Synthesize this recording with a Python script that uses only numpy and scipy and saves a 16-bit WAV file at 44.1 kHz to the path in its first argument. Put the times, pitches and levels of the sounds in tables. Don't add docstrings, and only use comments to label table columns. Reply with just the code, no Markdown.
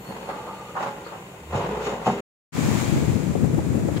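import sys
import numpy as np
from scipy import signal
from scipy.fft import rfft, irfft
from scipy.io import wavfile

SR = 44100
rng = np.random.default_rng(int(sys.argv[2]) if len(sys.argv) > 2 else 0)


def to_wav(s):
    ch = np.atleast_2d(s).T
    pcm = np.round(np.clip(ch, -1, 1) * 32767)
    wavfile.write(sys.argv[1], SR, pcm.astype(np.int16))


N = 176400
T, HZ = np.arange(N) / SR, np.fft.rfftfreq(N, 1 / SR)

# (frequency [Hz], relative level [dB], time to fall 60 dB [s])
BUCKET_MODES = [(133, 5.5, 0.13), (190.4, -2.5, 0.33), (233.7, -1.5, 0.54), (405.2, -4.5, 0.81),
                (489.7, -8.5, 0.9), (553.5, 0.5, .43), (713, -14, 0.47), (765, 1, .3), (845, 0, 0.5),
                (1068, 0, 0.3), (1222, -2.5, 0.25), (1398, -14, 1), (2660, -19.5, .35)]
# (time [s], relative level [dB], tone centre [Hz], half-width [octaves])
BLOWS = [(0.084, -30, 220, .6), (0.183, -37.5, 430, 0.38), (.286, -25, 1050, 1.3), (0.379, -34.5, 520, 1),
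         (.461, -34.5, 850, .8), (.747, -30, 800, 0.99), (.76, -23.5, 1150, 0.55), (.797, -26.5, 750, 1.4),
         (0.82, -25.5, 1100, 1.7), (0.857, -27.5, 700, 2), (1.04, -46, 4400, 0.086),
         (1.057, -38.5, 1350, 0.36), (1.118, -35, 1100, 0.92), (1.333, -42, 520, 0.57),
         (1.543, -23.5, 119.7, 0.62), (1.533, -25, 700, 0.84), (1.565, -25, 490, .3),
         (1.733, -32.5, 450, 1.1), (1.866, -25, 550, 1.5), (1.917, -25, 330, 1), (2.063, -15, 240, .9)]
# (frequency [Hz], relative level [dB])
CRUNCH_TONE = [(40, -22.5), (200, 2.5), (290, -10.5), (450, -0.5), (880, 1.5), (1400, -3), (2500, -14),
               (16000, -29)]
# (time [s], level [dB])
BOULDER_BOUNCES = [(2.06, -20), (2.0665, -11), (2.077, -8), (2.088, -13.5), (2.1, -12.5)]
# (time [s], level [dB])
GRIND_LEVEL = [(0, -47), (.1, -38.5), (.35, -38.5), (.73, -44.5), (.88, -34.5), (.97, -41.5), (1.15, -40),
               (1.25, -46.5), (1.47, -47.5), (1.55, -29.5), (1.9, -32), (1.99, -36), (2.2, -33.5)]
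# (frequency [Hz], relative level [dB])
GRIND_TONE = [(40, -44.5), (180, 0.5), (240, -11.5), (450, 2), (640, -5.5), (900, -1.5), (1600, -14.5),
              (2700, -20), (9000, -46)]
# (time [s], relative level [dB])
GRAVEL_LEVEL = [(0, -54.5), (.1, -49), (.75, -50), (.83, -43.5), (.96, -50.5), (1.13, -50), (1.25, -52),
                (1.49, -53.5), (1.56, -39.5), (1.64, -45), (1.78, -47.5), (1.87, -36), (2.03, -52),
                (2.065, -34.5), (2.2, -48)]
# (frequency [Hz], relative level [dB])
RATTLE_TONE = [(300, -22.5), (1200, 4.5), (2650, 3), (3900, -4.5), (5800, -12), (7000, -6), (8500, -23),
               (16000, -27.5)]
# (start [s], stop [s], pitch [Hz], level [dB])
JUDDER_NOTES = [(0.22, 0.67, 860, -44.5), (0.292, 0.74, 1200, -45.5), (1.71, 1.982, 429.4, -33.5)]
# (frequency [Hz], relative level [dB])
SQUEAL_TONES = [(4330, 2), (9050, -4)]
# (time [s], relative level [dB])
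SQUEAL_LEVEL = [(.05, -65), (.1, -54), (.18, -65), (.29, -59.5), (.4, -66), (.68, -65), (.9, -85)]
# (time [s], pitch [Hz], level [dB])
ARM_GROAN = [(1.38, 66, -58), (1.5, 76, -39), (1.56, 94.5, -29), (1.64, 114, -41.5), (1.8, 122, -62)]
# (time [s], firing rate [Hz], level [dB])
FIRING = [(0, 61.93, -56), (1.35, 61.38, -68), (1.58, 63.44, -50), (1.74, 64.3, -41.5), (2, 57.2, -52.5),
          (2.2, 52, -53)]
# (multiple of the firing rate [ratio], level [dB])
EXHAUST_ORDERS = [(2, -57.5), (3, -52)]
# (time [s], pitch [Hz], level [dB])
TURBO_WHISTLE = [(0, 13500, -56), (.25, 13050, -67), (.55, 11800, -74), (1.15, 12150, -70),
                 (1.45, 12560, -73), (2.2, 12470, -70)]
# (frequency [Hz], relative level [dB])
CLATTER_TONE = [(30, -40.5), (68, -1.5), (120, 1.5), (190, -6), (290, 1.5), (480, -8.5), (1100, -13.5),
                (1500, -24), (2400, -13.5), (5600, -33.5), (7100, -16.5), (10000, -27)]
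# (frequency [Hz], left-right correlation [ratio])
QUARRY_CORRELATION = [(200, 0.98), (640, 0.83), (1410, 0.093), (3100, 0.056)]
# (frequency [Hz], left over right [dB])
QUARRY_PAN = [(1290, 0), (15000, 6.5)]

# (time [s], left level [dB], right level [dB])
GUSTS = [(2.52, -14.5, -20), (2.88, -20.5, -33), (2.96, -17, -22), (3.08, -18.5, -30.5), (3.85, -18.5, -25),
         (4, -22, -31.5)]
# (frequency [Hz], relative level [dB])
LEFT_WIND_TONE = [(42, -30.5), (70, -6), (160, 0), (300, -6), (480, -15.5), (1500, -53), (5000, -56)]
# (frequency [Hz], relative level [dB])
RIGHT_WIND_TONE = [(42, -30), (68, -1.5), (115, 7), (190, -2), (450, -20), (1500, -28.5), (5000, -70)]
# (time [s], level [dB])
BUFFET_HITS = [(3.351, -14), (3.442, -19), (3.542, -23), (3.589, -16), (3.884, -14)]
# (frequency [Hz], relative level [dB])
THUMP_TONE = [(40, -34), (450, 13.5), (800, 4), (1500, -20), (16000, -73)]
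# (time [s], level [dB])
WASH_LEVEL = [(2.52, -19.5), (2.62, -32.5), (2.8, -30.5), (2.95, -34.5), (3.1, -38), (3.4, -43.5),
              (4, -43.5)]
# (frequency [Hz], relative level [dB])
WASH_TONE = [(100, -21), (400, -2), (900, 3.5), (1500, -3), (2400, -1.5), (2950, -7), (5700, -11.5),
             (7100, -5), (8500, -13.5), (11500, -20)]
# (frequency [Hz], relative level [dB])
SLAP_TONE = [(200, -13), (1300, 23), (4500, 17), (8000, -12)]
# (frequency [Hz], relative level [dB])
MURMUR_TONE = [(40, -7), (450, 7), (1100, -6), (2400, -10), (3000, -19), (5700, -27), (7100, -12),
               (8600, -19), (15500, -33)]
# (frequency [Hz], left-right correlation [ratio])
SHORE_CORRELATION = [(650, 0.6), (1400, 0.015)]
# (frequency [Hz], left over right [dB])
SHORE_PAN = [(2200, 1.1), (5600, 5.6), (7000, 3.9), (15000, 5.5)]


def knocks(rise_s=0.007, decay_s=0.041, ring_db=1, echo_db=-9, echo_decay_s=0.05):
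    out, t = np.zeros((2, N)), np.arange(SR // 2) / SR
    hz = np.fft.rfftfreq(len(t), 1 / SR)
    clumps = np.exp(0.26 * np.clip(drift(300), -2, 2))
    rise = np.minimum(t / rise_s, 1)
    fall = np.exp(-np.maximum(t - rise_s, 0) / decay_s) + amp(echo_db) * np.exp(-t / echo_decay_s)
    for start, db, centre_hz, octaves in BLOWS:
        span = slice(round(start * SR), round(start * SR) + len(t))
        chips = rfft(rng.standard_normal((2, len(t))) * clumps[span])
        crunch = irfft(chips * amp(read(CRUNCH_TONE, hz)) * bell(hz, centre_hz, octaves), len(t)) * fall
        crunch *= np.linalg.norm(fall) / np.linalg.norm(crunch, axis=1, keepdims=True)
        steel = amp(ring_db) * bucket_ring(t, lambda f: bell(f, centre_hz, octaves))
        out[:, span] += amp(db) * rise * (crunch + steel) / 2
    return out


def bucket_ring(t, weight):
    hz, db, t60 = np.transpose(BUCKET_MODES)[:, :, None]
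    gains = amp(db) * weight(hz)
    modes = np.sin(2 * np.pi * (hz * t + rng.random((2, len(hz), 1))))
    return (modes * gains * amp(-60 * t / t60)).sum(1) / np.sqrt(np.sum(gains ** 2) / 2)


def clang(rise_s=0.00092, decay_s=0.0065):
    out, t = np.zeros(N), np.arange(SR // 8) / SR
    hz, db, _ = np.transpose(BUCKET_MODES)[:, :, None]
    gains = amp(db) * bell(hz, centre_hz=800, octaves=0.26)
    strike = (gains * np.sin(2 * np.pi * hz * t)).sum(0) / np.linalg.norm(gains)
    strike *= np.minimum(t / rise_s, 1) * np.exp(-t / decay_s)
    for start, level_db in BOULDER_BOUNCES:
        out[round(start * SR):][:len(t)] += amp(level_db) * strike
    return out


def scrape(hum_db=-9):
    grind = grains(GRIND_TONE, rough=0.3, clump_hz=90) * amp(curve(GRIND_LEVEL))
    hum = signal.fftconvolve(grind, bucket_ring(T[:SR // 3], np.ones_like), axes=1)[:, :N]
    return grind + amp(hum_db) * grind.std() * unit(hum)


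def gravel(plate_decay_s=0.0091, gain_db=2):
    plates = rng.standard_normal((2, N)) * np.exp(-T / plate_decay_s)
    pebbles = grains(RATTLE_TONE, rough=0.2, clump_hz=150)
    rattle = unit(irfft(rfft(pebbles) * rfft(plates), N))
    return rattle * amp(gain_db + curve(GRAVEL_LEVEL))


def judder():
    out = np.zeros(N)
    for start, stop, hz, db in JUDDER_NOTES:
        arch = np.sqrt(np.maximum((T - start) * (stop - T), 0)) * 2 / (stop - start)
        note = sine(hz, waver=0.04, waver_hz=145)
        flicker = np.exp(0.47 * drift(41))
        out += amp(db) * note * flicker * arch
    return out


def groan(overtone_db=-8.5):
    hz = curve(ARM_GROAN)
    note = sine(hz, waver=0.04, waver_hz=30)
    overtone = amp(overtone_db) * sine(2 * hz, waver=0.042, waver_hz=30)
    loaded = (T > ARM_GROAN[0][0]) & (T < ARM_GROAN[-1][0])
    return (note + overtone) * amp(curve(ARM_GROAN, column=2)) * loaded


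def valve_squeal():
    partials = sum(amp(db) * sine(hz, waver=0.014, waver_hz=400) for hz, db in SQUEAL_TONES)
    flicker = np.exp(0.25 * drift(12))
    return partials * amp(curve(SQUEAL_LEVEL)) * flicker


def exhaust(waver=0.042, flutter=0.77):
    firing_hz = curve(FIRING)
    overtones = sum(amp(db) * sine(order * firing_hz, waver, waver_hz=20) * (1 + flutter * drift(18))
                    for order, db in EXHAUST_ORDERS)
    return amp(curve(FIRING, column=2)) * sine(firing_hz, waver, waver_hz=25) + overtones


def turbo():
    return amp(curve(TURBO_WHISTLE, column=2)) * sine(curve(TURBO_WHISTLE), waver=0.014, waver_hz=300)


def clatter(level_db=-47.5):
    return amp(level_db) * colour(rng.standard_normal((2, N)), CLATTER_TONE)


def wind(rough=0.29, eddy_hz=38.4, buffet_rise_s=0.002, buffet_decay_s=0.0072):
    left = grains(LEFT_WIND_TONE, rough, eddy_hz, channels=1)[0] * amp(curve(GUSTS))
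    right = grains(RIGHT_WIND_TONE, rough, eddy_hz, channels=1)[0] * amp(curve(GUSTS, column=2))
    buffets = sum(amp(db) * ramp(T - start, buffet_rise_s) * np.exp(-abs(T - start) / buffet_decay_s)
                  for start, db in BUFFET_HITS)
    left += buffets * colour(rng.standard_normal(N), THUMP_TONE)
    return np.array([left, right])


def wave():
    return grains(WASH_TONE, rough=0.084, clump_hz=252) * amp(curve(WASH_LEVEL))


def spill(at_s=3.974, half_width_s=0.01, level_db=-37):
    slap = np.exp(-((T - at_s) / half_width_s) ** 2)
    return grains(SLAP_TONE, rough=0.26, clump_hz=400) * amp(level_db) * slap


def sea(level_db=-39):
    return grains(MURMUR_TONE, rough=0.15, clump_hz=49.5) * amp(level_db)


def amp(db):
    return 10 ** (np.asarray(db) / 20)


def unit(x):
    return x / np.sqrt(np.mean(x ** 2) + 1e-20)


def ramp(t, length_s):
    return np.clip(t / length_s, 0, 1)


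def read(points, hz=HZ):
    f, value = np.transpose(points)
    return np.interp(np.log(hz + 1), np.log(f), value)


def curve(rows, column=1):
    rows = np.array(rows)
    return np.interp(T, rows[:, 0], rows[:, column])


def colour(x, tone):
    return unit(irfft(rfft(x) * amp(read(tone)), N))


def bell(hz, centre_hz, octaves):
    return 1 / np.sqrt(1 + (np.log2((hz + 1) / centre_hz) / octaves) ** 4)


def drift(rate_hz):
    return unit(irfft(rfft(rng.standard_normal(N)) / (1 + (HZ / rate_hz) ** 4) * (HZ > 0), N))


def grains(tone, rough, clump_hz, channels=2):
    noise = rng.standard_normal((channels, N))
    clumps = np.exp(rough * np.clip(drift(clump_hz), -2.3, 2.3))
    return colour(noise * clumps, tone)


def sine(hz, waver, waver_hz):
    cycles = np.cumsum(hz * (1 + waver * drift(waver_hz))) / SR
    return np.sqrt(2) * np.sin(2 * np.pi * (cycles + rng.random()))


def spread(pair, correlation, pan):
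    a, b = rfft(pair)
    same = np.clip(read(correlation), -1, 1)
    mid, side = a * np.sqrt((1 + same) / 2), b * np.sqrt((1 - same) / 2)
    gains = amp(np.outer([1 / 2, -1 / 2], read(pan)))
    return irfft(np.array([mid + side, mid - side]) * gains, N)


def scene(quarry_end_s=2.207, shore_start_s=2.52):
    whistles = np.array([valve_squeal() + turbo() for _ in range(2)])
    work = knocks() + scrape() + gravel() + clatter() + whistles
    centre = clang() + judder() + exhaust() + groan()
    quarry = spread(work, QUARRY_CORRELATION, QUARRY_PAN) + centre
    shore = spread(wave() + sea() + spill(), SHORE_CORRELATION, SHORE_PAN) + wind()
    fade_out = ramp(quarry_end_s - T, length_s=0.0041)
    fade_in = ramp(T - shore_start_s, length_s=0.099) ** 1.29
    return quarry * fade_out + shore * fade_in


def record(dry):
    lowpass = signal.firwin(511, 15800, window=("kaiser", 9), fs=SR)
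    return signal.oaconvolve(dry, lowpass[None], "same")


dry = scene()
out = record(dry)
to_wav(out)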